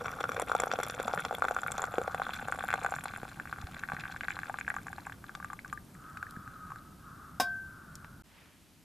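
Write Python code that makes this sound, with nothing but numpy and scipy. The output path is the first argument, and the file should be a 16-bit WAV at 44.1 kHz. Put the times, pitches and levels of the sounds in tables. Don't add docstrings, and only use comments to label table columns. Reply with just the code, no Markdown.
import sys
import numpy as np
from scipy import signal
from scipy.fft import rfft, irfft
from scipy.io import wavfile

SR = 44100
rng = np.random.default_rng(int(sys.argv[2]) if len(sys.argv) > 2 else 0)


def transcribe(u):
    v = np.clip(np.atleast_2d(u).T, -1, 1)
    q = np.round(v * 32767).astype(np.int16)
    wavfile.write(sys.argv[1], SR, q)


N = 389835
T = np.arange(N) / SR
CLANK_AT, CHANGE_AT = 7.3987, 8.222

# start in seconds, level in dB (rms over 10 ms), pitch in Hz.
LARGE_BUBBLES = [(0.082, -36.5, 2200), (0.2403, -29, 1630.0), (0.2919, -32.0, 1370), (0.318, -34.5, 1960.0),
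                 (0.3789, -35.5, 546), (0.3975, -30.5, 928), (0.423, -31.5, 620.0), (0.4973, -32.5, 970),
                 (0.5166, -26.0, 1240), (0.5324, -38, 1010), (0.5505, -24.5, 784), (0.5996, -29.5, 910),
                 (0.6204, -38, 875), (0.6357, -27, 915), (0.6702, -33, 765), (0.7154, -32.0, 2000),
                 (0.7361, -29.0, 710), (0.7882, -29.5, 667), (0.8006, -33.5, 770.0), (0.8305, -36.5, 2010),
                 (0.898, -37.5, 770.0), (0.9993, -30.5, 532), (1.0798, -30.0, 843), (1.1369, -28, 767),
                 (1.1761, -31.5, 1650), (1.195, -34.5, 1820.0), (1.2502, -34.0, 1060.0),
                 (1.3099, -30.5, 766), (1.3266, -34.5, 664), (1.4219, -24, 1210), (1.443, -30.5, 840),
                 (1.4508, -29.5, 1050), (1.484, -29, 1720), (1.5104, -29.0, 682), (1.565, -28, 1220),
                 (1.587, -35.5, 1390), (1.6331, -33, 1380), (1.664, -32.5, 1350), (1.6818, -35, 2160),
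                 (1.7819, -34.5, 800.0), (1.7948, -34, 1070), (1.8189, -37, 950.0), (1.8283, -37, 900),
                 (1.8401, -29.5, 1010), (1.9406, -34.5, 597), (1.9825, -24.5, 396), (2.0155, -34, 450.0),
                 (2.0784, -30, 656), (2.146, -30.5, 736), (2.198, -31.5, 745), (2.2184, -29.5, 1060.0),
                 (2.267, -35, 1127), (2.2925, -34.5, 960), (2.484, -33, 790), (2.5234, -29.5, 1420),
                 (2.588, -37, 720.0), (2.6074, -36, 1690.0), (2.6391, -33.0, 760), (2.6872, -32.5, 1570),
                 (2.7044, -33.5, 2820), (2.714, -39, 2600.0), (2.7286, -31.5, 2020), (2.7392, -25.5, 890),
                 (2.8473, -28, 774), (2.8626, -29, 1350), (2.9219, -32, 760), (2.9392, -34, 1150),
                 (2.9637, -38, 1620), (3.0569, -35, 840), (3.2318, -39.5, 377), (3.3988, -36, 1660),
                 (3.5272, -34, 1310), (3.7675, -44.5, 1880), (3.836, -34.0, 1700), (3.8877, -37.5, 1520.0),
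                 (3.899, -39.5, 1240), (3.9195, -33, 1020), (3.9467, -43, 1280), (3.9666, -38.5, 1810),
                 (4.0373, -40.5, 1760.0), (4.0542, -38, 1580.0), (4.1627, -39.5, 1660),
                 (4.209, -37.5, 2780), (4.2344, -38.5, 2030.0), (4.2833, -31.5, 1810),
                 (4.3055, -35.0, 2240), (4.3181, -43.5, 2880), (4.3674, -39.5, 1090), (4.3899, -37, 1660),
                 (4.433, -36.5, 1700), (4.497, -33.5, 790), (4.5421, -36, 1066), (4.5869, -36.5, 1740),
                 (4.6112, -37, 2300), (4.6793, -31, 1630.0), (4.7025, -31, 1840), (4.7414, -40, 1053),
                 (4.7654, -34, 1170), (4.7852, -42.5, 1530), (4.8681, -41, 1110), (4.883, -41.5, 1690.0),
                 (4.9298, -40.5, 1370.0), (4.9826, -40.5, 860.0), (5.0685, -39.5, 980), (5.0972, -44, 1114),
                 (5.122, -44, 1680), (5.2414, -46, 1270), (5.2938, -42.5, 1400), (5.3508, -41.5, 1240),
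                 (5.401, -43.5, 1130), (5.4269, -43.5, 1430), (5.4456, -38.0, 1290), (5.5014, -42, 1220),
                 (5.5318, -39, 1106), (5.591, -44.5, 2130), (5.6469, -43, 1490), (5.658, -50, 1110),
                 (5.7276, -35.5, 1220), (5.7752, -43, 1730), (5.951, -59, 1900.0), (6.1713, -42, 1390),
                 (6.2276, -35, 1415), (6.267, -46.0, 1730.0), (6.364, -47.0, 1650.0), (6.4766, -44, 1360),
                 (6.7038, -46.5, 1100), (6.7191, -42, 1080), (6.7592, -46, 1320)]
# time in seconds, bubbling level in dB, spray level in dB.
POUR_LEVELS = [(0, -42.5, -42.5), (.5, -44.5, -38.5), (1.5, -41, -39.5), (2.25, -47.5, -45.5),
               (2.72, -41, -42.5), (3.05, -42.5, -42), (3.35, -50, -55.5), (4.1, -46, -78),
               (4.6, -45.5, -48), (5.7, -46, -48.5), (6, -54, -58.5), (6.75, -47, -47)]
# time in seconds, base rate of small bubbles
BUBBLE_RATE = [(0, 347), (4.2, 303.6), (4.8, 125), (5.5, 50), (6.79, 30)]


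def gain_of(db):
    return 10 ** (np.asarray(db) / 20)


def evened(x):
    return x / np.sqrt(np.mean(x ** 2) + 1e-20)


def unit(x):
    return x / np.linalg.norm(x)


def curves(rows, t):
    s, *columns = np.transpose(rows)
    return [np.interp(t, s, c) for c in columns]


def add(mix, s, sound):
    part = mix[max(round(s * SR), 0):][:len(sound)]
    part += sound[:len(part)]


def band(x, lo_hz, hi_hz):
    return signal.sosfilt(signal.butter(2, [lo_hz, min(hi_hz, SR / 2 - 1)], "band", fs=SR, output="sos"), x)


def noise(points, size=N):
    hz, db = np.transpose(points)
    f = np.fft.rfftfreq(size, 1 / SR)
    colour = gain_of(np.interp(np.log(f + 1), np.log(hz), db))
    return evened(irfft(rfft(rng.standard_normal(size)) * colour, size))


def wander(edge_hz):
    white = rng.standard_normal(N) + 1j * rng.standard_normal(N)
    slow = signal.sosfilt(signal.butter(2, edge_hz, fs=SR, output="sos"), white)
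    return slow / np.std(slow)


def in_mug(s, hz, sharpness, soft_hz, size=1024):
    # pitch in Hz when shallow, pitch in Hz when full,
    # width in Hz (about 5 dB down), level in dB when shallow, level in dB when full.
    air_modes = [(257, 200, 116, 9, -21), (486, 514, 148, 18, -12), (749, 796, 145, 9.5, 6.5),
                 (1157, 1146, 110, 4, 3), (1367, 1594, 252, 13, 10), (2234, 2300, 720, -7, -2.5),
                 (3446, 3480, 210, -5.5, -15.5), (4160, 4060, 130, -25, -13.5),
                 (5640, 6300, 370, -14.5, -62), (7270, 7240, 370, -21, -9.5),
                 (10800, 9700, 6200, -32.5, -18.5)]
    full_at = 4.85
    hollow_hz, hollow_width_hz = 2936, 113
    f = np.fft.rfftfreq(size, 1 / SR) + 1
    fill = np.clip(s / full_at, 0, 1)
    shallow_hz, full_hz, width, shallow_db, full_db = np.transpose(air_modes)[:, :, None]
    centre = shallow_hz + fill * (full_hz - shallow_hz)
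    db = shallow_db + fill * (full_db - shallow_db)
    cavity = (gain_of(db) / (1 + (1.82 * (f - centre) / width) ** 2)).sum(0)
    cavity *= gain_of(-8 * np.exp(-((f - hollow_hz) / hollow_width_hz) ** 2))
    peak = 1 / np.hypot(1, sharpness * (f / hz - hz / f))
    softness = 1 / np.hypot(1, f / soft_hz)
    log_gain = np.log(cavity * peak * softness)
    circle = np.concatenate([log_gain, log_gain[-2:0:-1]])
    return np.fft.ifft(np.exp(np.conj(signal.hilbert(circle)))).real


def splat(s, hz, sharpness, t60):
    t = np.arange(SR // 100) / SR
    burst = rng.standard_normal(len(t)) * gain_of(-60 * t / t60) * (1 - np.exp(-t / 0.0004))
    return unit(signal.fftconvolve(burst, in_mug(s, hz, sharpness, soft_hz=19300)))


def bubble(s, hz, purity):
    # time in seconds, level in dB against the
    splash_level = [(0.8, -12.5), (3, -20)]
    splash_range_db = 14
    calm_from_s, calm_after_s = 5.13, 0.75
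    glide_db, glide_cycles, glide_rise_per_s = -10, 9.7, 9.1
    calm = np.clip((s - calm_from_s) / calm_after_s, 0, 1)
    ring = unit(in_mug(s, hz, sharpness=1.0 + 1.3 * purity + 7.6 * calm, soft_hz=6000, size=2048))
    splash_db = curves(splash_level, s)[0] + splash_range_db * (.5 - purity)
    add(ring, 0, gain_of(splash_db) * splat(s, 7000, sharpness=1.13, t60=0.014))
    t = np.arange(len(ring)) / SR
    turns = hz * t * (1 + .5 * glide_rise_per_s * t)
    tail = unit(np.sin(2 * np.pi * turns) * np.exp(-turns / glide_cycles) * (1 - np.exp(-turns / 2)))
    return unit(ring + purity * gain_of(glide_db) * tail) * np.sqrt(SR / 100)


def bubble_hz(s):
    # time in seconds, pitch in Hz.
    usual_pitch = [(1.9, 955), (3.3, 1270), (4.2, 1550), (6.7, 1680)]
    return curves(usual_pitch, s)[0]


def flow(s):
    # from seconds, to seconds; a row that runs backward makes no gap.
    gaps = [(5.135, 5.235), (5.8, 5.1)]
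    unbroken = np.all([(s < start) | (s > end) for start, end in gaps], axis=0)
    return curves(BUBBLE_RATE, s)[0] * ((s < BUBBLE_RATE[-1][0]) & unbroken)


def scatter(share, spread_db):
    s = T[rng.random(N) < share * flow(T) / SR]
    size, octave = rng.standard_normal((2, N))[:, :len(s)]
    return zip(s, gain_of(spread_db * np.minimum(size, 1.5)), octave)


def lull_db(s):
    deepest_db, reach_s = -6, 0.014
    gap = abs(np.transpose(LARGE_BUBBLES)[0] - s).min()
    return deepest_db * np.exp(-(gap / reach_s) ** 2)


def plops():
    out = np.zeros(N)
    for (s, db, hz), purity in zip(LARGE_BUBBLES, rng.random(len(LARGE_BUBBLES))):
        add(out, s, gain_of(db) * bubble(s, hz, purity))
    return out


def gurgle(count=186):
    pinch_s, pinch_share = .024, .8
    spread_db, spread_octaves = 3.5, 0.48
    out = np.zeros(N)
    chance = rng.random((count, 3))
    scatters = np.clip(rng.standard_normal((count, 2)), -1.6, 1.6)
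    for k, ((late, luck, purity), (size, octave)) in enumerate(zip(chance, scatters)):
        s = (k + late) * pinch_s
        if luck < pinch_share:
            db = curves(POUR_LEVELS, s)[0] + spread_db * size + lull_db(s)
            add(out, s, gain_of(db) * bubble(s, bubble_hz(s) * 2 ** (spread_octaves * octave), purity))
    return out


def after_ring(x):
    # pitch in Hz, relative level in dB, t60 in seconds.
    damped_modes = [(1197.6, 3.5, 0.17), (1525, -9, 0.35)]
    t = np.arange(SR // 5) / SR
    modes = np.zeros(len(t))
    for hz, db, t60 in damped_modes:
        per_sample = 2 * np.log(1000) / (t60 * SR)
        modes += gain_of(db - 60 * t / t60) * np.cos(2 * np.pi * hz * t) * per_sample
    drive_db = np.interp(T, [2, 4.5, 5.5], [-12, -3, 3])
    return signal.fftconvolve(x * gain_of(drive_db), modes)[:N]


def fizz():
    over_pour_db, thin_db = 6.5, -9.5
    out = np.zeros(N)
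    for s, size, octave in scatter(0.95, spread_db=13.0):
        hz = 0.93 * bubble_hz(s) * 2 ** (0.69 * octave)
        ring = unit(in_mug(s, hz, sharpness=5.4, soft_hz=5700))
        thinning_db = thin_db * (1 - flow(s) / BUBBLE_RATE[0][1])
        db = curves(POUR_LEVELS, s)[0] + over_pour_db + thinning_db + 0.28 * lull_db(s)
        add(out, s, size * gain_of(db) * ring)
    return out


def prickle(hz=3900, octaves=0.3):
    # time in seconds, level in dB.
    bead_levels = [(1.5, -73), (2.3, -32.5), (2.5, -43.5), (3.5, -46.5), (3.75, -38), (4.25, -38.5),
                   (4.7, -48)]
    out = np.zeros(N)
    for s, size, octave in scatter(0.86, spread_db=10.5):
        burst = splat(s, hz * 2 ** (octaves * octave), sharpness=5.0, t60=0.0065)
        add(out, s, size * gain_of(curves(bead_levels, s)[0] + lull_db(s)) * burst)
    return out


def spray():
    # start in seconds, peak in dB, pitch in Hz.
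    sharp_snaps = [(0.3973, -24, 8540), (0.4182, -23, 9600), (0.551, -29, 8150), (0.6008, -20.5, 7400),
                   (0.7146, -25, 4500), (0.7361, -29, 5480), (0.8327, -23, 8450), (0.8977, -26.5, 4650),
                   (1.0799, -28, 6840), (1.2501, -25, 5200), (1.3482, -27.5, 3300), (1.7183, -22, 8010),
                   (1.78, -27.5, 6460), (1.8187, -24, 7150), (2.3345, -25, 4250), (3.0409, -32.5, 9200)]
    out = np.zeros(N)
    for s, db, hz in sharp_snaps:
        snap = splat(s, hz, sharpness=6.3, t60=0.012)
        add(out, s, gain_of(db) * snap / abs(snap).max())
    for s, size, octave in scatter(0.9, spread_db=13.5):
        fine = splat(s, 5800 * 2 ** (0.79 * octave), sharpness=4.7, t60=0.01)
        add(out, s, size * gain_of(curves(POUR_LEVELS, s)[1]) * fine)
    return out


def froth():
    mug_ring = in_mug(0.97, 4400, sharpness=0.22, soft_hz=12100)
    hiss = evened(signal.fftconvolve(rng.standard_normal(N), mug_ring)[:N])
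    flicker = evened(band(rng.standard_normal(N), 2.3, 43))
    db = np.interp(T, [0, 1.1, 2.2, 4.5, 5.8], [-52.5, -58.5, -77.5, -62.5, -78.5])
    return hiss * (T < BUBBLE_RATE[-1][0]) * gain_of(db + 8.4 * flicker)


def hollow_notes():
    # start in seconds, time until the release in seconds, level in dB before note and
    # wide band are balanced, pitch in Hz, width in Hz (sets the blur of the note).
    swells = [(1.653, 0.55, -48.5, 1286, 218), (5.924, 0.77, -49, 1269, 50), (6.973, 0.3, -53.5, 1253, 215),
              (7.62, 0.41, -55, 1447, 183)]
    attack_s, release_db_per_s = 0.11, 46
    steady, restless, out = wander(edge_hz=20.0), wander(edge_hz=106), np.zeros(N)
    wide_band = evened(band(band(rng.standard_normal(N), 1074, 1630), 1074, 1630))
    for start, length, db, hz, width in swells:
        blur = np.clip((width - 45) / 200, 0, 1)
        drift = np.sqrt(1 - blur) * steady + np.sqrt(blur) * restless
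        note = evened((drift * np.exp(2j * np.pi * hz * T)).real)
        release_db = release_db_per_s * np.maximum(T - start - length, 0)
        swell = np.clip((T - start) / attack_s, 0, 1) * gain_of(db - release_db)
        out += swell * (gain_of(-3.0) * note + gain_of(-6 + 2.4 * blur) * wide_band)
    return out


def clank():
    # pitch in Hz, relative level in dB, t60 in seconds.
    metal_modes = [(706, -8.5, 0.36), (750, 6, 0.068), (1078, -5.5, 0.19), (1533, 0, 0.066),
                   (2366, -14, 0.12), (3330, -24, 0.26), (3780, -10, 0.14), (4480, -24, 0.28),
                   (4960, -5.5, 0.13), (5320, -7, 0.12)]
    # frequency in Hz, relative level in dB per Hz.
    chatter_spectrum = [(150, -27), (240, -6), (380, -15.5), (740, -4), (1300, -20), (2000, -16.5),
                        (4300, -24), (5200, -16), (6000, -19.5), (15500, -26)]
    slosh = 0.014
    t, out = np.arange(SR) / SR, np.zeros(N)
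    ring = np.zeros(SR)
    for (hz, db, t60), (phase, split) in zip(metal_modes, rng.random((len(metal_modes), 2))):
        fall = gain_of(-60 * t / t60)
        bend = evened(band(rng.standard_normal(SR), 4.5, 60))
        turns = hz * np.cumsum(1 + slosh * bend) / SR
        twin = .7 * fall ** 2 * np.sin(2 * np.pi * turns * (1.01 + .02 * split))
        ring += gain_of(db) * (fall * np.sin(2 * np.pi * (turns + phase)) + twin)
    rattle = noise(chatter_spectrum, size=SR) * gain_of(-60 * t / 0.11)
    onset = 1 - np.exp(-t / 0.0016)
    add(out, CLANK_AT, (gain_of(-25.5) * ring + gain_of(-25.0) * rattle) * onset)
    return out


def linger(depth=.13):
    hz, db, t60, swell_s = 1553, -18.5, 0.63, 0.12
    t, out = np.arange(SR) / SR, np.zeros(N)
    flutter = 1 + depth * evened(band(rng.standard_normal(SR), 47, 87))
    level = gain_of(db - 60 * t / t60) * (1 - np.exp(-t / swell_s))
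    add(out, CLANK_AT, level * flutter * np.sin(2 * np.pi * hz * t))
    return out


def cracks():
    # start in seconds, peak in dB, nominal pitch in Hz, t60 in seconds.
    fire_bursts = [(5.351, -31.5, 4150, 0.017), (6.173, -36.5, 2300, 0.0098), (6.309, -37.5, 8500, 0.0067),
                   (7.9542, -33, 7640, 0.021), (8.0445, -36.5, 1470, 0.019)]
    t, out = np.arange(SR // 10) / SR, np.zeros(N)
    for s, db, hz, t60 in fire_bursts:
        burst = band(rng.standard_normal(len(t)) * gain_of(-60 * t / t60), hz * 0.48, hz * 1.4)
        add(out, s, gain_of(db) * burst / abs(burst).max())
    return out


def bumps():
    # start in seconds, peak in dB, pitch in Hz.
    soft_pushes = [(3.232, -35, 172), (3.639, -32, 70.4), (3.935, -33, 156), (6.371, -32.5, 176)]
    out = np.zeros(N)
    for s, db, hz in soft_pushes:
        turns = hz * np.arange(SR // 4) / SR
        push = turns * np.exp(-turns / 0.31) * np.sin(2 * np.pi * turns)
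        add(out, s, gain_of(db) * push / abs(push).max())
    return out


def surroundings(x, t60):
    t = np.arange(SR // 3) / SR
    tail = band(rng.standard_normal(len(t)), 810, 4800) * gain_of(-60 * t / t60) * (t > .002)
    return signal.fftconvolve(x, unit(tail))[:N]


def air():
    # frequency in Hz, relative level in dB per Hz.
    air_spectrum = [(20, -10.5), (70, -0.5), (170, 0), (300, -7.5), (470, -18.5), (1000, -19.5),
                    (2200, -28.5), (7000, -30.5), (13800, -30), (15000, -53)]
    # time in seconds, level of the low murmur in dB before a trim of 3.5 dB.
    murmur_level = [(0, -49), (3.5, -49.5), (8.2, -52)]
    wash = noise(air_spectrum)
    murmur = band(wash, 44, 264)
    lumps = gain_of(2.24 * evened(band(rng.standard_normal(N), 1.56, 11)))
    lumpy = (wash + (lumps - 1) * murmur) / np.std(murmur)
    return gain_of(curves(murmur_level, T)[0] - 3.5) * lumpy


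def quiet_spot():
    # frequency in Hz, relative level in dB per Hz.
    still_spectrum = [(20, -17), (60, 2.5), (260, -1), (500, -15.5), (1500, -23), (2700, -19.5),
                      (13000, -22.5), (14500, -36)]
    # time in seconds, rustle level in dB before a trim of 8 dB.
    rustle_level = [(8.24, -62), (8.38, -52), (8.58, -61), (8.84, -64.5)]
    grains = gain_of(1.6 * evened(band(rng.standard_normal(N), 17, 300)))
    rustle = evened(band(rng.standard_normal(N) * grains, 470, 2700))
    return gain_of(-61.5) * noise(still_spectrum) + gain_of(curves(rustle_level, T)[0] - 8.0) * rustle


def scene():
    bubbles = plops() + gurgle()
    near = bubbles + after_ring(bubbles) + fizz() + prickle() + spray() + froth() + cracks() + hollow_notes()
    knock, note = clank(), linger()
    mid = near + knock + note + gain_of(-27.5) * surroundings(near, t60=0.11) + air() + bumps()
    side = 0.058 * near + 0.07 * knock + 0.11 * note
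    side += gain_of(-20) * surroundings(near + knock, t60=0.077)
    side += band(gain_of(-9) * air(), lo_hz=238, hi_hz=5500)
    first = np.array([mid + side, mid - side]) * (T < CHANGE_AT)
    still, wide = quiet_spot(), gain_of(-9.5) * quiet_spot()
    fade_in = np.clip((T - CHANGE_AT - .012) / 0.0098, 0, 1)
    return first + np.array([still + wide, still - wide]) * fade_in


def record(dry):
    edge_hz = 15300
    low_pass = signal.firwin(255, edge_hz, window=("kaiser", 9), fs=SR)
    return signal.oaconvolve(dry, low_pass[None], "same")


dry = scene()
out = record(dry)
transcribe(out)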